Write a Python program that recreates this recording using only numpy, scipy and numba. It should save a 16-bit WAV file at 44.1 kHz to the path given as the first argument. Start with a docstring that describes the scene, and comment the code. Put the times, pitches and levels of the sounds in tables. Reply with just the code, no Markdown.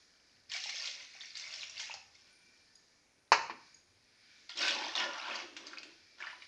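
"""Pouring and stirring in a clay pot

Water is poured from a jug into a clay pot of curry, close to a phone: clouds of damped sines are the bubbles.
The jug is set down hard, ringing as a set of modes in a rattle of noise. Then a steel spoon scrapes round
the pot in grains of grit, and sauce slops and gurgles after it through wandering resonances. Decaying noise
gives the brief ring of a small hard kitchen; a stove hisses faintly, and metal ticks now and then."""
import sys
import numpy as np
from scipy import signal
from scipy.fft import rfft, irfft, next_fast_len
from scipy.io import wavfile
from scipy.ndimage import uniform_filter1d
from numba import njit

SR = 44100
rng = np.random.default_rng(int(sys.argv[2]) if len(sys.argv) > 2 else 0)


def wrap_up_sound(samples):
    """Save the sound to the file named by the first command line argument, as 16-bit audio."""
    columns = np.atleast_2d(samples).T
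    # keep every value between -1 and 1, then stretch to whole-number steps
    tamed = np.clip(columns, -1, 1)
    steps = np.round(tamed * 32767).astype(np.int16)
    wavfile.write(sys.argv[1], SR, steps)


N = 285359
T = np.arange(N) / SR  # time in seconds

# The stream. Each row: time in seconds, spray level in dB, big bubbles in dB relative to the spray.
STREAM = [(0.485, -69, -18), (0.5, -49.5, -28), (0.56, -38, -14.5), (0.63, -47.5, -28), (0.7, -44.5, -25),
          (0.88, -45.5, -17), (1.05, -57, -22), (1.18, -57.5, -10.5), (1.22, -54, -32), (1.32, -57.5, -18),
          (1.37, -48, -23), (1.44, -51.5, -9.5), (1.56, -48, -20.5), (1.7, -58, -17), (1.81, -45, -21),
          (1.96, -56.5, -4.5), (2.05, -95, 0), (2.16, -61, -15), (2.4, -84, -7)]
# Spectrum of the poured water. Each row: frequency in Hz, gain in dB.
WATER_SPECTRUM = [(250, -43), (400, -57), (610, -21.5), (820, -16), (1190, -9), (2350, 3.5), (3020, -1.5),
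                  (5270, 5.5), (7500, -10), (12000, 4)]
# Pitches the pot favours under the stream. Each row: frequency in Hz, width in Hz, level in dB re water.
STREAM_RESONANCES = [(540, 66, -18.5), (2075, 110, -17), (2630, 120, -18)]
MIDDLE_DB = -4  # middle-sized bubbles relative to the spray

# Spoon strokes. Each row: start in seconds, build-up in seconds, length in seconds, grit level in dB,
# gain in dB of each lower range over the one above, change of that gain in dB per second along the stroke.
SPOON_STROKES = [(4.49, 0.0053, 0.0088, -44.5, -7, 0.1), (4.555, 0.072, 0.37, -34, -5.5, 10.5),
                 (4.949, 0.0033, 0.088, -39, -2, 31), (5.079, 0.092, 0.22, -49.5, 1, 5),
                 (5.222, 0.14, 0.18, -46.5, 1, -7.5), (5.468, 0.2, 0.45, -60.5, -0.5, 1.5),
                 (5.87, 0.023, 0.55, -70, -10, 6), (6.168, 0.049, .17, -57, -0.5, 9),
                 (6.367, 0.063, 0.058, -56.5, -13, -10)]
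SAG_DB_PER_S, RELEASE_DB_PER_S = 55.5, 314  # grit fades along a stroke, then the spoon lifts
# Spectrum of the scraping. Each row: frequency in Hz, gain in dB.
SCRAPE_SPECTRUM = [(100, -72), (400, -21), (610, -8), (925, -1.5), (1930, -5), (2450, -3), (5270, -5.5),
                   (7500, -21), (12000, -4.5)]
# Wall resonances under the spoon. Each row: frequency in Hz, width in Hz, level in dB.
WALL_RESONANCES = [(1400, 31, -2)]

# Sauce slopping in the hollow of the pot. Each row: time in seconds, relative level in dB.
SLOP_LEVEL = [(4.55, -69), (4.6, -50.5), (4.86, -53.5), (4.91, -62), (4.98, -52), (5.08, -52.5),
              (5.18, -84), (5.27, -55.5), (5.57, -66.5), (5.64, -61.5), (5.9, -69), (6.1, -94),
              (6.23, -72.5), (6.31, -88), (6.38, -66), (6.46, -91)]
# Air over the sauce. Each row: frequency in Hz, width in Hz, level in dB re slop,
# loss in dB per dB of hard slopping.
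HOLLOW_AIR = [(238, 16, -7, .4), (326, 32, 5, .8), (545, 36, -7, -.7)]
# Gurgles as the sauce folds round the spoon. Each row: start in seconds, end in seconds,
# first frequency in Hz, last frequency in Hz, level in dB.
TRAPPED_AIR = [(4.6, 4.698, 1490, 1530, -42), (4.602, 4.78, 2550, 2470, -44),
               (4.721, 4.877, 820, 907, -47.5), (4.949, 5.16, 964, 954, -49),
               (4.973, 5.113, 1390, 1430, -48.5), (4.992, 5.076, 1790, 1790, -46),
               (5.111, 5.28, 1140, 1420, -52), (5.251, 5.398, 875, 950, -55.5),
               (5.319, 5.4, 1410, 1510, -54)]
GURGLE_WIDTH_HZ = 64

# Single splashes, drops and spoon touches. Each row: time in seconds, level in dB, bubble frequency in Hz,
# smack in dB relative to the bubble.
SINGLE_SPLASHES = [(0.499, -33, 4360, -8), (0.5172, -29.5, 3130, 14), (0.538, -28.5, 4300, 11),
                   (0.5635, -27.5, 2280, -14), (0.602, -29, 5400, -5), (0.6384, -26, 3830, 10),
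                   (0.6923, -32, 2740, 17.5), (0.857, -27.5, 5130, 5), (0.874, -23.5, 3580, 3.5),
                   (1.2083, -30.5, 3570, -4), (1.235, -36, 2090, -11), (1.354, -27, 4320, -16),
                   (1.371, -28, 4700, 11.5), (1.537, -34, 3420, 12), (1.6318, -28, 2620, -2),
                   (1.697, -30, 5700, -9), (1.7792, -28, 4550, -9), (1.7974, -26, 3200, 12.5),
                   (1.9086, -28.5, 2580, -18), (1.94, -27, 5070, -21), (2.153, -45, 5170, -8),
                   (4.573, -28, 3740, 12.5), (4.68, -21, 2640, 16.5), (4.9532, -17.5, 3620, -5),
                   (5.356, -24, 4670, -19), (5.5657, -33, 2650, 16.5), (5.6689, -29.5, 4850, 1.5),
                   (5.732, -37.5, 1600, 12), (5.773, -32.5, 2460, 1), (5.7843, -30.5, 4600, -9),
                   (5.831, -38.5, 2660, 15.5), (6.2033, -32.5, 1690, 11), (6.224, -28.5, 2280, -8),
                   (6.238, -34, 1410, 3), (6.2697, -29, 1750, 4), (6.3, -35.5, 2010, 4),
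                   (6.4215, -36, 2310, 0)]
# Deep glugs as air is dragged under. Each row: time in seconds, level in dB, frequency in Hz.
DEEP_GLUGS = [(0.549, -48, 760), (0.657, -43, 845), (0.689, -47.5, 822), (0.74, -54, 536),
              (0.885, -54, 524), (0.96, -58, 550), (1.15, -55, 790), (1.808, -52, 940), (1.826, -50, 890),
              (1.896, -39.5, 910), (1.94, -42, 816), (4.843, -34, 880), (4.866, -34.5, 887),
              (6.329, -45, 1000)]

# The jug meets the counter, its far edge follows, then it rocks once. Each row: time in seconds,
# level in dB, rattle in dB relative to that level, low-pass cutoff in Hz.
JUG_CONTACTS = [(3.3187, -5.5, -14, 9000), (3.3245, -18, -3, 9000), (3.4965, -29, -9, 4800)]
# Modes of the contact thud. Each row: frequency in Hz, level in dB, 60 dB decay time in seconds.
THUD_MODES = [(1004, -3, 0.014)]
# Modes of jug and counter. Each row: frequency in Hz, level in dB, 60 dB decay time in seconds.
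JUG_MODES = [(428, -32, .3), (583, -36.5, .3), (902, -30.5, 0.2), (928, -20, .32), (1030, -31.5, 0.2),
             (1082, -28.5, .2), (1640, -28.5, 0.17), (2384, -28.5, 0.2), (2390, -28.5, 0.2),
             (2930, -29.5, .12), (4210, -21.5, .1), (5150, -23.5, .07), (6200, -25.5, .06)]
# Spectrum of the rattling counter top. Each row: frequency in Hz, gain in dB.
RATTLE_SPECTRUM = [(120, -79.5), (200, -37), (430, -14.5), (768, -22), (938, -1), (1140, -2.5), (1700, -7),
                   (2420, -5.5), (2900, -10), (3250, -20.5), (3700, -19.5), (4200, -10.5), (6440, -19.5),
                   (7740, -29.5), (10100, -70), (17000, -120)]
RATTLE_T60_S = 0.11
# Dull bumps as the jug settles. Each row: time in seconds, level in dB.
SETTLING_BUMPS = [(3.328, -50.5), (3.5, -53)]
BUMP_HZ, BUMP_T60_S = 264, 0.3
# The counter shakes the phone stand. One row: frequency in Hz, level in dB, 60 dB decay time in seconds.
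STAND_SHUDDER = (120, -62.5, 0.97)

# Faint metal ticks. Each row: time in seconds, then the level in dB of each mode in turn.
METAL_TICKS = [(2.327, -91, -81, -65), (2.754, -50.5, -52.5, -66), (3.744, -52.5, -47.5, -74)]
# Modes of the metal part. Each row: frequency in Hz, 60 dB decay time in seconds.
METAL_MODES = [(4880, .035), (6650, .035), (9590, .045)]

# The swelling part of the stove hiss. Each row: time in seconds, level in dB.
STOVE_LEVEL = [(0, -66.5), (.2, -71), (2.3, -69), (2.65, -67), (3.25, -74), (3.68, -63), (3.85, -71.5),
               (4.15, -67.5), (4.4, -63), (4.6, -66), (6.47, -67)]
# Spectrum of the stove hiss. Each row: frequency in Hz, gain in dB.
HISS_SPECTRUM = [(15, -32), (25, -6.5), (183, -5.5), (233, -2), (1140, -10.5), (1880, -2.5), (2070, -5.5),
                 (2220, -0.5), (2960, -10), (4910, 0.5), (6860, -11), (7740, -23), (10100, -49),
                 (17000, -120)]
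# Thin whistles of the stove. Each row: frequency in Hz, width in Hz, level in dB relative to the hiss.
STOVE_WHISTLES = [(92.2, 18, -19.5), (1510, 31, -17), (1760, 30, -17.5), (2340, 34, -15),
                  (5070, 147, -25.5), (9220, 87, -24.5)]
SIMMER_DB = -80  # small bubbles bursting in the hot sauce

ROOM_T60_S, ROOM_TREBLE_T60_S, ROOM_DB, ROOM_GAP_S = 0.45, 0.47, -3.5, 0.0015
KNOCK_ECHO_DELAY_S = 0.004  # delay of the knock's echoes, which keeps its attack crisp
SELF_NOISE_DB, TOP_HZ = -82, 11500  # phone hiss and upper cutoff
STEADY = 1  # pitch factor of a ring that does not glide


def pour():
    """Bubble resonance: a stream entrains air of every size, and fine spray sounds above the big bubbles."""
    spray_db, big_db = curves(STREAM)
    spray = cloud(count=40000, cycles=8., scatter_db=2.5, glide=1.1, lo_hz=400, hi_hz=12000)
    bubbles = cloud(count=4500, cycles=75., scatter_db=3.2, glide=1.08, lo_hz=450, hi_hz=7500)
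    wobble = amp(1.5 * walk(45) + 1.2 * walk(15))
    water = unit(wobble * colour(spray + bubbles, WATER_SPECTRUM))
    pot_rings = 0
    for hz, width_hz, db in STREAM_RESONANCES:
        level = amp(db + 6.04 * walk(14))
        pot_rings = pot_rings + level * wavering(water, hz * (1 + 0.02 * walk(8.5)), width_hz)
    gains = [amp(0), amp(MIDDLE_DB), amp(big_db)]
    return amp(spray_db) * played(water + pot_rings, gains, [3300, 1700])


def stir():
    """Frictional excitation: grit under the spoon edge clicks into the clay wall; folding sauce bubbles."""
    grit = cloud(count=30000, cycles=5., scatter_db=2.5, glide=STEADY, lo_hz=170, hi_hz=12000)
    grit = grit * amp(1.5 * walk(40))
    wall = 0
    for hz, width_hz, db in WALL_RESONANCES:
        # the level wanders as the spoon moves along
        wall = wall + amp(db + 9.9 * walk(15)) * unit(resonance(grit, hz, width_hz))
    sauce = cloud(count=3500, cycles=60., scatter_db=3.5, glide=1.06, lo_hz=250, hi_hz=6500)
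    mix = colour(unit(grit) + amp(-10.0) * unit(wall) + amp(-2.5) * sauce, SCRAPE_SPECTRUM)
    gains = [strokes(step) for step in range(3)] + [0]  # nothing from the lowest range
    return played(mix, gains, [3300, 1700, 600])


def strokes(step):
    """Stroke envelope: build-up, sag and lift-off of the pitch range that lies step ranges below the grit."""
    gain = 0
    for start, rise, length, db, tilt_db, tilt_change_db in SPOON_STROKES:
        u = np.clip(T - start, 0, length)
        sag_db = SAG_DB_PER_S * np.maximum(u - rise, 0)
        release_db = RELEASE_DB_PER_S * np.maximum(T - start - length, 0)
        range_db = step * (tilt_db + tilt_change_db * u)
        gain = gain + np.minimum(u / rise, 1) * amp(db - sag_db - release_db + range_db)
    return gain


def slop():
    """Cavity resonance: sauce slaps about low in the pot and rings the air above on wandering pitches."""
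    slaps = cloud(count=1500, cycles=6., scatter_db=1.5, glide=1.1, lo_hz=230, hi_hz=750)
    db = curves(SLOP_LEVEL)[0]
    # hard slopping is broad and high; the low air rings clearest once the sauce calms
    hard_db = np.maximum(db + 62, 0)
    air = 0
    for hz, width_hz, air_db, loss in HOLLOW_AIR:
        level = amp(air_db - loss * hard_db + 3 * walk(14))
        air = air + level * wavering(slaps, hz * (1 + .03 * walk(9)), width_hz)
    return amp(db) * (slaps + air) / 2


def gurgles():
    """Trapped-air resonance: noise rings unevenly on a gliding pitch, swells in and fades out again."""
    out = np.zeros(N)
    for start, end, first_hz, last_hz, db in TRAPPED_AIR:
        i, j = int(start * SR), int(end * SR)
        noise = rng.standard_normal(j - i)
        tone = wavering(noise, np.linspace(first_hz, last_hz, j - i), GURGLE_WIDTH_HZ)
        out[i:j] += amp(db) * signal.windows.tukey(j - i, .4) * tone
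    return out


def splashes(smack_t60=0.077, glug_t60=0.041, count=7):
    """Impact and bubble resonance: a smack of noise with a cluster of bubbles round one pitch; lone glugs."""
    s, db, hz, smack_db = np.transpose(SINGLE_SPLASHES)[:, :, None]
    # the first bubble of each cluster is on time
    late, pitch = rng.random((len(s), 2, count)).transpose(1, 0, 2) * (np.arange(count) > 0)
    spread = pitch - pitch.mean(axis=1, keepdims=True)
    pitch_hz = hz * np.exp(.5 * spread * (late > 0))
    bubble_db = db - 4 - 7 * (late > 0) - 6 * late  # the first bubble is the biggest
    out = ring(s + .014 * late, pitch_hz, 42 / pitch_hz, amp(bubble_db), 1.06)
    u = np.arange(int(.1 * SR)) / SR
    for start, f, level in zip(s[:, 0], hz[:, 0], amp(db + smack_db)[:, 0]):
        noise = rng.standard_normal(len(u))
        band = resonance(resonance(noise, f, 1.6 * f), f, 1.6 * f)
        smack = unit(band) * amp(-60 * u / smack_t60)
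        i = int(start * SR)
        out[i:i + len(u)] += 0.056 * level * smack[:N - i]
    out = filtered(out, 3, 800, "highpass")  # small drops have no bass
    s, db, hz = np.transpose(DEEP_GLUGS)
    glugs = ring(s, hz, glug_t60, amp(db), 0.96)
    return out + filtered(glugs, 4, [450, 1100], "bandpass")  # they start softly


def knocks():
    """Modal impact: a hard contact excites jug and counter in a short rattle; the last, faintest is duller."""
    hz, mode_db, t60 = np.transpose(THUD_MODES + JUG_MODES)
    push = np.hanning(12)  # the contact lasts a quarter of a millisecond
    hit = 0
    for s, db, rattle_db, top_hz in JUG_CONTACTS:
        body = np.convolve(ring(s, hz, t60, amp(db + mode_db), STEADY), push / push.sum())[:N]
        rattle = puff(s, lambda x: colour(x, RATTLE_SPECTRUM), RATTLE_T60_S)
        hit = hit + filtered(body + amp(db + rattle_db) * rattle, 6, top_hz)
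    hit = filtered(hit, 3, 400, "highpass")  # a small jug moves little low air
    dull = lambda x: resonance(resonance(x, BUMP_HZ, 200), BUMP_HZ, 200)
    return hit + sum(amp(db) * puff(s, dull, BUMP_T60_S) for s, db in SETTLING_BUMPS)


def boom():
    """Structure-borne sound: the counter shakes the phone stand in a faint low shudder after the knock."""
    hz, db, t60 = STAND_SHUDDER
    return amp(db) * puff(JUG_CONTACTS[0][0], lambda x: resonance(resonance(x, hz, hz), hz, hz), t60)


def ticks():
    """Modal ringing: high modes of a small metal part, touched softly."""
    table = np.array(METAL_TICKS)
    out = 0
    for k, (hz, t60) in enumerate(METAL_MODES):
        mode = ring(table[:, 0], hz, t60, amp(table[:, k + 1]), STEADY)
        out = out + resonance(mode, hz, 300)  # softens the onset
    return out


def stove():
    """Broadband flow noise: hiss, thin whistles and simmering bubbles; the middle swells and flickers."""
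    hiss = unit(colour(rng.standard_normal(N), HISS_SPECTRUM))
    top, *gas, hum = split(hiss, [7800, 5600, 4000, 2800, 2000, 1300])
    gas = sum(amp(2 * walk(5)) * part for part in gas)  # each range flickers by itself
    thin = []
    for hz, width_hz, db in STOVE_WHISTLES:
        wander = .008 * walk(4) * (hz < 6000)  # the highest holds its pitch
        tone = wavering(rng.standard_normal(N), hz * (1 + wander), width_hz)
        thin.append(amp(db + 4.5 * walk(7)) * tone)
    simmer = cloud(count=1500, cycles=30., scatter_db=2., glide=1.1, lo_hz=1300, hi_hz=6000)
    simmer = simmer * amp(3 * walk(3))
    # hum below and hiss above the gas range do not swell
    steady = top + hum + thin[0] + thin[-1]
    swelling = amp(curves(STOVE_LEVEL)[0]) * (gas + sum(thin[1:-1]))
    return swelling + amp(-67.0) * steady + amp(SIMMER_DB) * simmer


def kitchen(x):
    """Reverberation: dense decaying echoes of hard walls after a short gap; treble lasts slightly longer."""
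    u = np.arange(int(.8 * SR)) / SR
    noise = rng.standard_normal(len(u)) * (u > ROOM_GAP_S)
    low = filtered(noise, 1, 2500)
    tail = low * amp(-60 * u / ROOM_T60_S) + (noise - low) * amp(-60 * u / ROOM_TREBLE_T60_S)
    return amp(ROOM_DB) * signal.fftconvolve(x, tail / np.sqrt(np.sum(tail ** 2)))[:N]


def amp(db):
    """Decibel law: amplitude factor of a level."""
    return 10 ** (np.asarray(db) / 20)


def unit(x):
    """Normalisation to an rms of one."""
    return x / np.sqrt(np.mean(x ** 2))


def filtered(x, order, hz, kind="lowpass"):
    """Butterworth filtering: a maximally flat pass band."""
    return signal.sosfilt(signal.butter(order, hz, kind, fs=SR, output="sos"), x)


def colour(x, points):
    """Spectral shaping: gain follows (Hz, dB) points, joined along log frequency."""
    hz, db = np.transpose(points)
    size = next_fast_len(N + 8192)
    f = np.log(np.arange(size // 2 + 1) * SR / size + 1)
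    return irfft(rfft(x, size) * amp(np.interp(f, np.log(hz), db)), size)[:N]


def resonance(x, hz, width_hz):
    """Simple resonance: a two-pole peak of the given width."""
    return signal.lfilter(*signal.iirpeak(hz, hz / width_hz, SR), x)


def wavering(x, hz, width_hz):
    """Heterodyne resonance: its centre follows hz sample by sample."""
    turn = np.exp(2j * np.pi * np.cumsum(hz) / SR)
    k = np.exp(-np.pi * width_hz / SR)
    return unit((signal.lfilter([1 - k], [1, -k], x / turn) * turn).real)


def curves(table):
    """Interpolation of a table's columns; the first is silent outside, but held if it reaches the end."""
    s, db, *rest = np.transpose(table)
    last_db = db[-1] if s[-1] > T[-1] - .05 else -150
    return [np.interp(T, s, db, -150, last_db)] + [np.interp(T, s, c) for c in rest]


def walk(rate):
    """Random modulation: levels held 1 / rate s and slewed twice, with an rms of one."""
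    k = int(SR / rate)
    held = np.repeat(rng.standard_normal(N // k + 1), k)
    return unit(uniform_filter1d(uniform_filter1d(held, k), k)[:N])


@njit
def rings(n, s, hz, t60, size, glide, sr):
    """Damped oscillation: decaying sines whose pitch changes by the factor glide over t60."""
    out = np.zeros(n)
    for k in range(len(s)):
        i, m = int(s[k] * sr), int(t60[k] * sr) + 1
        z = size[k] + 0j
        p = np.exp(2j * np.pi * hz[k] / sr - np.log(1000) / m)
        q = np.exp(2j * np.pi * hz[k] / sr * (glide[k] - 1) / m)
        for j in range(max(i, 0), min(i + m, n)):
            out[j] += z.imag
            z *= p
            p *= q
    return out


def ring(s, hz, t60, size, glide):
    """Superposition of damped sines, with single values shared by all."""
    return rings(N, *(1. * a.ravel() for a in np.broadcast_arrays(s, hz, t60, size, glide)), 1. * SR)


def cloud(count, cycles, scatter_db, glide, lo_hz, hi_hz):
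    """Random superposition: grains at random times and pitches, some bigger; flat per Hz on average."""
    when, pitch, big, last = rng.random((count, 4)).T
    hz = lo_hz * (hi_hz / lo_hz) ** pitch
    t60 = cycles * (.5 + last) / hz
    size = hz * amp(-scatter_db * np.log(big + 1 / 50))
    return unit(ring(when * N / SR, hz, t60, size, glide))


def split(x, edges_hz, steep=16.):
    """Complementary filtering: pitch ranges from the top down that add up to the whole."""
    size = next_fast_len(N)
    f = np.log(np.arange(size // 2 + 1) * SR / size + 1)
    below = [1] + [1 / (1 + np.exp(steep * (f - np.log(hz)))) for hz in edges_hz] + [0]
    whole = rfft(x, size)
    return [irfft(whole * (a - b), size)[:N] for a, b in zip(below, below[1:])]


def played(x, gains, edges_hz):
    """Band-wise modulation: each pitch range of a steady texture follows its own gain."""
    return sum(gain * unit(part) for gain, part in zip(gains, split(x, edges_hz)))


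def puff(s, colour_of, t60, rise_s=0.0014):
    """Exponential decay: coloured noise swells from s on and dies away."""
    u = np.maximum(T - s, 0)
    return unit(colour_of(rng.standard_normal(N))) * np.minimum(u / rise_s, 1) * amp(-60 * u / t60)


def scene():
    """Superposition of direct sound and echoes, with the bass and treble losses of a small microphone."""
    near = pour() + stir() + slop() + gurgles() + splashes()
    hit, tick = knocks(), ticks()
    # the knock's echoes are held back and weakened so its attack stays crisp
    late_hit = amp(-4.5) * np.roll(hit, int(KNOCK_ECHO_DELAY_S * SR))
    sound = near + hit + kitchen(near + late_hit + tick)
    # the small microphone takes little bass and its port fades out near the top
    sound = filtered(sound, 4, 255, "highpass")
    dull = filtered(sound, 12, 7500)
    return (dull + amp(-32.0) * sound + tick + boom() + stove())[None]


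def record(dry):
    """Self-noise and band limit: the phone adds its own faint hiss and cuts the top."""
    noisy = dry + amp(SELF_NOISE_DB) * rng.standard_normal(N)
    return signal.sosfilt(signal.ellip(10, .2, 60, TOP_HZ, fs=SR, output="sos"), noisy)


dry = scene()
out = record(dry)
wrap_up_sound(out)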